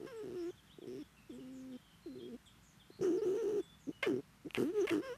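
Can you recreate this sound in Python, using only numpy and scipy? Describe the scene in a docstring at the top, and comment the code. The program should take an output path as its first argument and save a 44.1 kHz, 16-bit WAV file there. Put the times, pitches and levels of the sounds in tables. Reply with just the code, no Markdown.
"""In a quiet room, a fox whines close by while it is stroked on a soft seat.
Its mouth is nearly shut, so the pulses of its vocal folds hum through the nose, waver, and break
into creaks at a half or a third of the pitch. A hand pats and brushes its fur. Later the fox grunts
and its mouth opens with wet smacks, squeaks and hiss. Birds chirp faintly outside."""
import sys
import numpy as np
from scipy import signal
from scipy.fft import rfft, irfft
from scipy.io import wavfile
from scipy.ndimage import uniform_filter1d

SR = 44100
rng = np.random.default_rng(int(sys.argv[2]) if len(sys.argv) > 2 else 0)


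def bounce(signal):
    """Save signal as a 16-bit WAV file at the path given by the first command-line argument."""
    frames = np.transpose(np.atleast_2d(signal))
    limited = np.clip(frames, -1, 1)
    pcm = np.round(limited * 32767).astype(np.int16)
    wavfile.write(sys.argv[1], SR, pcm)


N = 228310
TOP_HZ = 14100

# tone colours (f/Hz, level/dB)
ROOM_TONE = [(20, -26), (45, -13.5), (85, -2), (120, -0.5), (170, 2), (230, -5), (330, -11.5), (520, -17.5),
             (900, -15), (1400, -14), (2800, -19), (4500, -23), (7000, -25.5), (14000, -29)]  # background hiss and rumble
NOSE_TONE = [(20, -61), (70, -32), (110, -18.5), (150, -4.5), (195, -4.5), (250, -1.5), (370, 9.5),
             (450, 3), (520, -9), (600, -14.5), (690, -10), (780, -19.5), (870, -20.5), (1200, -48.5),
             (2500, -82)]  # hum through the nose
MOUTH_TONE = [(600, -14.5), (880, -3.5), (1060, -2.5), (1300, 4.5), (1500, -1.5), (1750, -0.5),
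              (2200, -9.5), (2600, -9), (3000, -2), (3700, -22.5), (4800, -13), (7000, -17), (13000, -25)]  # thin sound leaking from the mouth
THROAT_TONE = [(20, -49), (70, -26), (120, -5.5), (170, 2), (250, -10), (600, -37), (2000, -70)]  # low throb of the throat
AIR_TONE = [(500, -47), (2000, 15.5), (3000, 14.5), (4200, 8), (6000, -13), (8000, 3), (11000, -1.5),
            (14000, -4)]  # hiss of breath
FUR_TONE = [(1000, -30), (4000, -6), (6000, -6), (8500, 0), (11000, 0), (14000, -1)]  # brushed fur
# how long the room echoes (f/Hz, time to fall 60 dB/s)
ECHO_TIMES = [(150, 0.16), (1000, 0.29), (4000, 0.93), (12000, 0.083)]

# pitch of the vocal folds, one curve a whine (t/s, f/Hz)
WHINE_PITCHES = [
    [(0.0, 377), (0.056, 392.1), (0.072, 538.6), (0.098, 540.3), (0.132, 460.6), (0.26, 407),
     (0.302, 373.7), (0.444, 335.8), (0.49, 353.4), (0.51, 416)],
    [(0.868, 250), (0.886, 246.3), (0.898, 249.4), (0.928, 251.6), (0.98, 279.6), (1.0, 312.5),
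     (1.035, 266)],
    [(1.292, 355.7), (1.324, 235.4), (1.36, 246.5), (1.398, 274.6), (1.432, 253.3), (1.452, 254.1),
     (1.528, 265.7), (1.618, 258.3), (1.672, 260.2), (1.778, 251)],
    [(2.057, 361.0), (2.093, 280.8), (2.129, 245.2), (2.175, 271.7), (2.217, 236.4), (2.245, 236.4),
     (2.283, 254), (2.317, 237), (2.327, 215.7), (2.368, 267)],
    [(3.008, 365), (3.052, 394), (3.076, 368), (3.092, 335), (3.112, 325.6), (3.14, 356), (3.17, 360),
     (3.186, 437), (3.196, 451), (3.215, 430)],
    [(3.215, 421), (3.223, 404), (3.245, 472), (3.257, 387.4), (3.317, 383.7), (3.391, 468.2), (3.469, 401),
     (3.497, 434.8), (3.589, 392.8), (3.62, 295)],
    [(4.052, 509.5), (4.072, 419), (4.092, 343), (4.102, 302.6), (4.12, 256.8), (4.164, 246), (4.202, 278),
     (4.212, 285)],
    [(4.575, 240.8), (4.631, 226.8), (4.665, 289), (4.695, 346.8), (4.729, 418), (4.763, 423.4),
     (4.801, 406), (4.823, 328), (4.851, 447), (4.866, 443)],
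    [(4.903, 342), (4.933, 335), (4.983, 289.5), (5.001, 348), (5.025, 528), (5.067, 544), (5.101, 492),
     (5.125, 482), (5.143, 532), (5.165, 630)],
]
# loudness of the hum, one curve a whine (t/s, level/dB)
HUM_LEVELS = [
    [(0.0, -48), (0.014, -48), (0.054, -46), (0.094, -57.5), (0.126, -50), (0.202, -45), (0.334, -46),
     (0.362, -42), (0.494, -41), (0.51, -46)],
    [(0.868, -42), (0.876, -45.5), (1.016, -46.5), (1.026, -44.5), (1.035, -77)],
    [(1.292, -60), (1.302, -46), (1.324, -51), (1.694, -50), (1.752, -46.5), (1.768, -48.5), (1.778, -82)],
    [(2.057, -48), (2.067, -45), (2.137, -52), (2.179, -47.5), (2.205, -53), (2.241, -47), (2.315, -50.5),
     (2.349, -44.5), (2.359, -51), (2.368, -49)],
    [(3.008, -38.5), (3.028, -33), (3.076, -31), (3.186, -35), (3.21, -44.5), (3.215, -57)],
    [(3.215, -34), (3.231, -35), (3.245, -37.5), (3.273, -32), (3.403, -38), (3.483, -34), (3.513, -37.5),
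     (3.599, -33), (3.611, -42), (3.62, -73)],
    [(4.052, -56), (4.07, -31.5), (4.144, -34.5), (4.202, -41.5), (4.212, -58)],
    [(4.575, -30), (4.581, -33.5), (4.631, -31.5), (4.647, -36), (4.701, -37), (4.723, -46.5),
     (4.785, -30.5), (4.843, -33.5), (4.853, -32), (4.866, -55)],
    [(4.903, -44), (4.919, -31), (4.979, -33.5), (5.005, -38.5), (5.015, -50), (5.073, -48.5),
     (5.097, -43.5), (5.127, -43), (5.159, -64.5), (5.165, -54)],
]
# each whine's starting mix, against its hum (mouth/dB, wheeze/dB, air/dB)
WHINE_MIXES = [(-22, -35, -30), (-27.5, -23, -26), (-27.5, -31, -31), (-31.5, -35, -31.5),
               (-29.5, -32, -39), (-27, -33.5, -36.5), (-28.5, -37.5, -44), (-24.5, -37, -32.5),
               (-23.5, -38, -34.5)]
# the nose passes less of a high note, so the rest gains on the hum (f/Hz, gain/dB)
HIGH_NOTE_GAIN = [(250, -1.5), (410, -1), (460, 7), (545, 22)]
# where the voice breaks; doubling and tripling stress every second or third pulse
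# (start/s, end/s, roughness/0-1, doubling/0-1, tripling/0-1)
VOICE_BREAKS = [(0, 0.064, 0.78, 0.6, 0.79), (0.227, 0.36, 0.6, 0.26, 1), (0.857, 0.986, 0.29, 1, 0.1),
                (1.378, 1.406, 0.65, 0.98, .02), (2.149, 2.286, 0.49, 0.99, 0),
                (2.997, 3.037, 0.82, 0.42, 0.4), (3.036, 3.18, 0.42, 0.1, 0.16), (3.247, 3.372, .47, 0, 0),
                (3.419, 3.623, 0.38, 0.02, 0.12), (3.889, 3.924, 0.48, 0.7, 0.17),
                (4.067, 4.12, .35, 0, 0.66), (4.124, 4.22, 0.23, 1, 0.4), (4.46, 4.495, 0.42, 0.98, 0),
                (4.565, 4.64, .5, 0.85, 0.32), (4.709, 4.746, 0.25, 0.34, 0.46),
                (4.903, 5.014, 0.27, 0.2, 0.66)]
# the clear voice between breaks (roughness/0-1, doubling/0-1, tripling/0-1)
CLEAR_VOICE = (0.049, 0.03, 0.01)
# the mouth opens and closes again (t/s, mouth gain/dB, air gain/dB)
MOUTH_GAPES = [(0.401, -3.5, 0.5), (3.038, 10.5, -4), (4.068, 11.5, 3), (4.578, 10, -4), (4.922, 10.5, -3)]
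# the nostrils pinch and wheeze louder (t/s, half length/s, gain/dB)
NOSE_PINCHES = [(0.411, 0.042, 13.5), (3.027, 0.027, 10), (4.167, 0.012, 7), (4.816, 0.016, 17.5)]
# where the narrow nostrils ring (t/s, f/Hz)
NOSTRIL_RING = [(0, 5340), (3, 5460), (3.06, 5900), (3.16, 6050), (3.2, 4570), (3.24, 5930), (3.31, 6400),
                (3.38, 5930), (3.55, 5930), (4.15, 5560), (4.82, 6120), (5.05, 5120), (5.15, 5700)]

# a high bird repeats a tick and a falling buzz (t/s, delay of the buzz/s)
BIRD_SONGS = [ (0.159, 0.26), (1.33, 0.19), (2.452, 0.17), (3.622, 0.17)]
# its two notes; blur adds warble and echo (start f/Hz, end f/Hz, level/dB, blur/0-1)
TICK, BUZZ = (8102, 7847, -68.5, 1.5), (7191, 6206, -70.5, 2)
# another bird repeats one falling chirp (t/s, level/dB, blur/0-1)
BIRD_CHIRPS = [(.494, -68.5, 0.3), (.572, -67.5, 0.26), (.66, -74, 0.26), (.813, -68, 0.26),
               (1.005, -68.5, 0.67), (1.301, -69, 0.74), (1.715, -67, 0.95), (2.185, -65.5, 0.76),
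               (2.458, -63.5, 0.6), (2.796, -65.5, .4)]
# that chirp (length/s, start f/Hz, end f/Hz)
CHIRP_SHAPE = (0.0319, 3650, 3080)
# plain whistles (t/s, length/s, start f/Hz, end f/Hz, level/dB, blur/0-1)
BIRD_WHISTLES = [(0.696, 0.046, 2850, 3960, -65, 0.3), (1.165, .03, 2650, 2553, -68, 0.52),
                 (1.392, 0.03, 3000, 2810, -68.5, 0.6), (1.809, 0.15, 3250, 2950, -74.5, 0.86),
                 (2.023, 0.2, 4120, 4100, -75, 0.45), (2.22, 0.057, 3260, 3270, -66, 0.08),
                 (2.905, 0.075, 4000, 4400, -71.5, .8), (3.595, 0.1586, 3470, 3485, -68, 0.27),
                 (3.922, 0.09, 2950, 2898, -69, 0.26)]

# lone snaps of the vocal folds (t/s, level/dB)
FOLD_SNAPS = [(0.785, -42.5), (0.817, -46), (.823, -43.5), (.84, -41), (.856, -43.5), (2.902, -46.5),
              (2.99, -48), (2.995, -44)]
# wet smacks of lips and tongue (t/s, level/dB)
LIP_SMACKS = [(3.013, -50), (3.037, -50), (4.026, -41.5), (4.5071, -36.5), (4.5433, -49), (4.548, -22.5),
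              (4.552, -40), (4.568, -43), (4.8708, -36), (4.9, -24)]
# ring of the mouth after a smack (f/Hz, level/dB, time to fall 60 dB/s)
SMACK_RING = [(1360, -1, 0.018), (2470, -1, 0.031), (2700, 20.5, 0.0053), (3100, -25, 0.014),
              (5350, 6, 0.002), (8700, 8, 0.0023)]
# short rising grunts (t/s, length/s, level/dB)
FOX_GRUNTS = [(3.869, 0.0461, -35.5), (4.446, 0.042, -39.5)]
# squeaks as the mouth opens (t/s, length/s, level/dB, start f/Hz, roughness/0-1)
MOUTH_SQUEAKS = [(4.0275, 0.0079, -31.5, 503, 0), (4.037, 0.01, -38, 566, .1),
                 (4.046, 0.02, -43.5, 561, .5), (4.556, 0.011, -46, 478, 1.1),
                 (4.566, 0.0088, -40.5, 494, 0.83), (4.869, 0.013, -43.5, 526, 1.05),
                 (4.875, 0.0095, -41.5, 536, .1), (4.887, 0.0065, -46, 506, 0.5),
                 (4.894, 0.0095, -38.5, 572, 0.42), (4.901, .014, -46.5, 637, .15)]
# where the open mouth rings (f/Hz, width/Hz, level/dB)
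OPEN_MOUTH_RING = [(570, 330, -0.5), (1156, 140, -1.5), (1560, 210, 1), (2120, 90, 9), (2460, 410, 1.5),
                   (3180, 540, -1.5), (4400, 1300, -17)]
# the hand brushes the cheek (t/s, length/s, level/dB)
FUR_STROKES = [(4.518, 0.18, -59.5), (4.853, .1, -60)]


def amp(db):
    """Turns decibels into a gain."""
    return 10 ** (np.asarray(db) / 20)


def unit(x):
    """Scales a sound to an average strength (rms) of 1."""
    return x / np.sqrt(np.mean(x ** 2) + 1e-20)


def steady(x, size=700):
    """Evens out the loudness but keeps the shape of each cycle."""
    power = uniform_filter1d(uniform_filter1d(x ** 2, size), size)
    return x / np.sqrt(abs(power) + 1e-14)


def read(points, hz):
    """Looks up a table by frequency, with octaves evenly spaced."""
    f, value = np.transpose(points)
    return np.interp(np.log(hz + 1), np.log(f + 1), value)


def add(mix, s, sound):
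    """Mixes a sound in at s seconds."""
    part = mix[max(round(s * SR), 0):][:len(sound)]
    part += sound[:len(part)]


def colour(x, points, size=4096):
    """Gives a sound a tone colour; each pulse rings only after it strikes."""
    log_gain = np.log(amp(read(points, abs(np.fft.fftfreq(size, 1 / SR)))))
    response = np.fft.ifft(np.exp(np.conj(signal.hilbert(log_gain)))).real
    return signal.fftconvolve(x, response[:size // 2])[:len(x)]


def wander(n, hz):
    """A random drift that changes up to about hz times a second."""
    f = np.fft.rfftfreq(N, 1 / SR)
    return unit(irfft(rfft(rng.standard_normal(N)) / (1 + (f / hz) ** 4), N))[:n]


def fade(n, seconds):
    """A gain curve that softens both ends of a sound."""
    return signal.windows.tukey(n, min(2 * seconds * SR / n, 1))


def resonate(x, hz, width):
    """Makes a sound ring in a band that follows the curve hz."""
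    turn, decay = np.exp(2j * np.pi * np.cumsum(hz) / SR), np.exp(-np.pi * width / SR)
    return 2 * (turn * signal.lfilter([1 - decay], [1, -decay], x / turn)).real


def pulses(turns, hz, soft_hz=9000):
    """One pulse at every whole turn, softened above soft_hz."""
    k = np.arange(1, 36)[:, None]
    overtones = np.cos(2 * np.pi * k * turns) * (k * hz < TOP_HZ) / (1 + (k * hz / soft_hz) ** 2)
    return overtones.sum(0) * np.sqrt(hz / TOP_HZ)


def echo(x, decay):
    """A smooth echo in which each band dies at its own speed."""
    hz, t, bands = signal.stft(rng.standard_normal(SR), SR, nperseg=256)
    tail = signal.istft(bands * amp(-60 * t / read(decay, hz)[:, None]), SR, nperseg=256)[1]
    return signal.fftconvolve(x, tail / np.linalg.norm(tail))[:N]


def room_tone(hiss_db=-65, swell_db=0.36, drone_hz=57, drone_db=-75):
    """Soft hiss and rumble, with a low wavering drone."""
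    gains = amp(read(ROOM_TONE, np.fft.rfftfreq(N, 1 / SR)))
    hiss = unit(irfft(rfft(rng.standard_normal(N)) * gains, N))
    drone = np.sin(2 * np.pi * np.cumsum(drone_hz + 4 * wander(N, 10)) / SR)
    drone *= 1 + .4 * wander(N, 9)
    return amp(hiss_db + swell_db * wander(N, 14)) * hiss + amp(drone_db) * unit(drone)


def voice_breaks(t, change_s=0.0084):
    """Roughness, doubling and tripling as the voice breaks and recovers."""
    shares = np.outer(CLEAR_VOICE, np.ones(len(t)))
    for start, end, *depths in VOICE_BREAKS:
        inside = np.clip(np.minimum(t - start, end - t) / change_s + .5, 0, 1)
        shares += np.outer(np.subtract(depths, CLEAR_VOICE), inside)
    return np.clip(shares, 0, 1)


def vocal_folds(t, hz, flap_hz=105, closure=2.06):
    """The folds chop breath into round gusts, sharp beats and noisy puffs, unevenly when rough."""
    n = len(t)
    rough, doubled, tripled = voice_breaks(t)
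    # hoarseness: slack tissue flaps beside the folds, until a creak locks it to them
    flap = np.sin(2 * np.pi * np.cumsum(flap_hz * (1 + .3 * wander(n, 40))) / SR)
    flutter = rough * (1 - np.maximum(doubled, tripled)) * flap
    jitter = 0.15 * rough * wander(n, 170)
    waver = (0.00724 + .07 * rough) * wander(n, 35)
    turns = np.cumsum(hz * (1 + 0.35 * flutter + jitter + waver)) / SR
    cycle = np.round(turns).astype(int)
    # in a creak only every second or third pulse keeps its strength
    strength = (1 - doubled * (cycle % 2 > 0)) * (1 - tripled * (cycle % 3 > 0))
    shimmer = 0.96 * rough * rng.uniform(-0.6, 1, N // 100)[cycle]
    strength *= np.exp(0.52 * flutter + shimmer)
    flow = strength * np.exp(closure * (np.cos(2 * np.pi * turns) - 1))
    beats = strength * pulses(turns, hz, soft_hz=3420)
    puffs = np.sqrt(strength) * (1.25 + np.exp(-(turns % 1) / 0.59)) * rng.standard_normal(n)
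    return flow, beats, puffs, rough


def openings(t, open_s=0.016, close_s=0.048):
    """Gains in dB of mouth, wheeze and air, as the mouth gapes and the nostrils pinch."""
    mouth, wheeze, air = np.zeros((3, len(t)))
    for s, mouth_db, air_db in MOUTH_GAPES:
        gape = np.exp(-((t - s) / np.where(t < s, open_s, close_s)) ** 2)
        mouth += mouth_db * gape
        air += air_db * gape
    for s, half_length, db in NOSE_PINCHES:
        wheeze += db * np.exp(-((t - s) / half_length) ** 2)
    return mouth, wheeze, air


def nostrils(t, clear, rasp, clear_width_hz=650, rasp_width_hz=1400):
    """The narrow nostrils ring: a thin wheeze from clear pulses, a wider one from rasp."""
    hz = np.interp(t, *np.transpose(NOSTRIL_RING))
    return steady(sum(resonate(resonate(drive, hz, width), hz, width)
                      for drive, width in ((clear, clear_width_hz), (0.17 * rasp, rasp_width_hz))))


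def whine(pitch, level, mix_db, throb_db=9, wheeze_db=-1, air_db=3):
    """Pulses hum through the nose and leak from the mouth. Gives the start time and the sound."""
    t = np.arange(level[0][0], level[-1][0], 1 / SR)
    hz = np.interp(t, *np.transpose(pitch))
    hum = amp(np.interp(t, *np.transpose(level)))
    strain_db = np.outer((1, 1, .6), uniform_filter1d(read(HIGH_NOTE_GAIN, hz), size=800))
    leak, squeeze, hiss = hum * amp(np.array(mix_db)[:, None] + strain_db + openings(t))
    flow, beats, puffs, rough = vocal_folds(t, hz)
    noisy = np.clip(0.025 + 1.03 * rough, 0, .95)
    clear, rasp = (1 - noisy) * beats, noisy * puffs  # roughness turns overtones to rasp
    nose = hum * steady(colour(flow + 0.73 * rough * puffs, NOSE_TONE))
    mouth = leak * steady(colour(clear + rasp, MOUTH_TONE))
    # an open mouth lets the slow beats of a creak out
    throb = amp(throb_db) * leak * colour(steady(flow), THROAT_TONE)
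    wheeze = amp(wheeze_db) * squeeze * nostrils(t, clear, rasp)
    breath = puffs + rng.standard_normal(len(t))  # some air flows between the puffs
    air = amp(air_db) * hiss * steady(colour(breath, AIR_TONE))
    return t[0], (nose + mouth + throb + wheeze + air) * fade(len(t), 0.0035)


def birds(tick_s=.026, buzz_s=.095, warble=0.0515, echo_db=-2):
    """Gliding whistles; the blurred ones buzz and arrive mostly as echo."""
    notes = []
    for s, delay in BIRD_SONGS:
        notes += [(s, tick_s, *TICK), (s + delay, buzz_s, *BUZZ)]
    notes += [(s, *CHIRP_SHAPE, db, blur) for s, db, blur in BIRD_CHIRPS]
    direct, scattered = np.zeros((2, N))
    for s, length, start_hz, end_hz, db, blur in notes + BIRD_WHISTLES:
        n, blur = int(length * SR), np.clip(blur, 0, 1)
        hz = np.geomspace(start_hz, end_hz, n) * (1 + warble * blur * wander(n, 267))
        note = amp(db) * unit(np.sin(2 * np.pi * np.cumsum(hz) / SR) * fade(n, 0.0033))
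        add(direct, s, np.sqrt(1 - .8 * blur) * note)
        add(scattered, s, np.sqrt(blur) * note)
    return direct + amp(echo_db) * echo(scattered, decay=[(3000, 0.6), (8000, 0.18)])


def creaks():
    """Single snaps of the vocal folds ring the nose."""
    out, ring = np.zeros(N), colour(signal.unit_impulse(2048), NOSE_TONE)
    for s, db in FOLD_SNAPS:
        add(out, s, amp(db) * ring / abs(ring).max())
    return out


def pat(start_s=3.005, hz=165, db=-40, rise_s=0.0049):
    """The hand lands on the furry head with a dull, soft bump."""
    out, t = np.zeros(N), np.arange(SR // 10) / SR
    swell = t / rise_s * np.exp(1 - t / rise_s)
    add(out, start_s, amp(db) * swell * np.sin(2 * np.pi * hz * t))
    return out


def smacks(rise_s=0.00005):
    """A wet film parts and rings the mouth briefly."""
    out, t = np.zeros(N), np.arange(SR // 20) / SR
    ring = sum(amp(db - 60 * t / ring_s) * np.sin(2 * np.pi * hz * t) for hz, db, ring_s in SMACK_RING)
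    ring *= 1 - np.exp(-t / rise_s)
    for s, db in LIP_SMACKS:
        add(out, s, amp(db) * ring / abs(ring).max())
    return out


def grunts(start_hz=234.7, end_hz=369, ends_db=-13.5):
    """Very short whines that swell and fade while the pitch rises."""
    out = np.zeros(N)
    for s, length, db in FOX_GRUNTS:
        pitch = [(s, start_hz), (s + length, end_hz)]
        level = [(s, db + ends_db), (s + length / 2, db), (s + length, db + ends_db)]
        add(out, *whine(pitch, level, mix_db=(-46, -35.5, -40)))
    return out


def squeaks(arch=0.069, fade_db=-6, hiss_db=-24):
    """A few hard, high pulses ring the open mouth, arching in pitch as they fade, with a little hiss."""
    out = np.zeros(N)
    for s, length, db, start_hz, rough in MOUTH_SQUEAKS:
        n, rough = int(length * SR), np.clip(rough, 0, 1)
        age = np.linspace(0, 1, n)
        hz = start_hz * (1 + arch * np.sin(np.pi * age ** 1.44))
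        beats = unit(pulses(np.cumsum(hz) / SR - .5, hz))
        drive = (1 - rough) * beats + rough * rng.standard_normal(n)
        drive = np.pad(drive * amp(fade_db * age) * fade(n, 0.0012), (0, SR // 50))
        ring = sum((-1) ** k * amp(level) * resonate(drive, np.full(len(drive), f), width)
                   for k, (f, width, level) in enumerate(OPEN_MOUTH_RING))
        add(out, s, amp(db) * ring / ring[:n].std())
        add(out, s, amp(db + hiss_db) * rng.standard_normal(n) * fade(n, 0.00074))
    return out


def brushes(grain_db=3):
    """Hairs slip under the fingers: a fine, grainy hiss that swells and fades."""
    out = np.zeros(N)
    for s, length, db in FUR_STROKES:
        n = int(length * SR)
        hairs = rng.standard_normal(n) * amp(grain_db * wander(n, 400))
        add(out, s, amp(db) * unit(colour(hairs, FUR_TONE)) * np.sin(np.linspace(0, np.pi, n)))
    return out


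def scene(echo_db=-29):
    """The fox is near, with little echo; the birds are far."""
    fox = creaks() + grunts() + squeaks() + smacks() + pat() + brushes()
    for pitch, level, mix_db in zip(WHINE_PITCHES, HUM_LEVELS, WHINE_MIXES):
        add(fox, *whine(pitch, level, mix_db))
    return (fox + amp(echo_db) * echo(fox, ECHO_TIMES) + birds() + room_tone())[None]


def record(dry):
    """Cuts the treble above TOP_HZ."""
    low_pass = signal.firwin(511, TOP_HZ, window=("kaiser", 9), fs=SR)
    return signal.oaconvolve(dry, low_pass[None], "same")


dry = scene()
out = record(dry)
bounce(out)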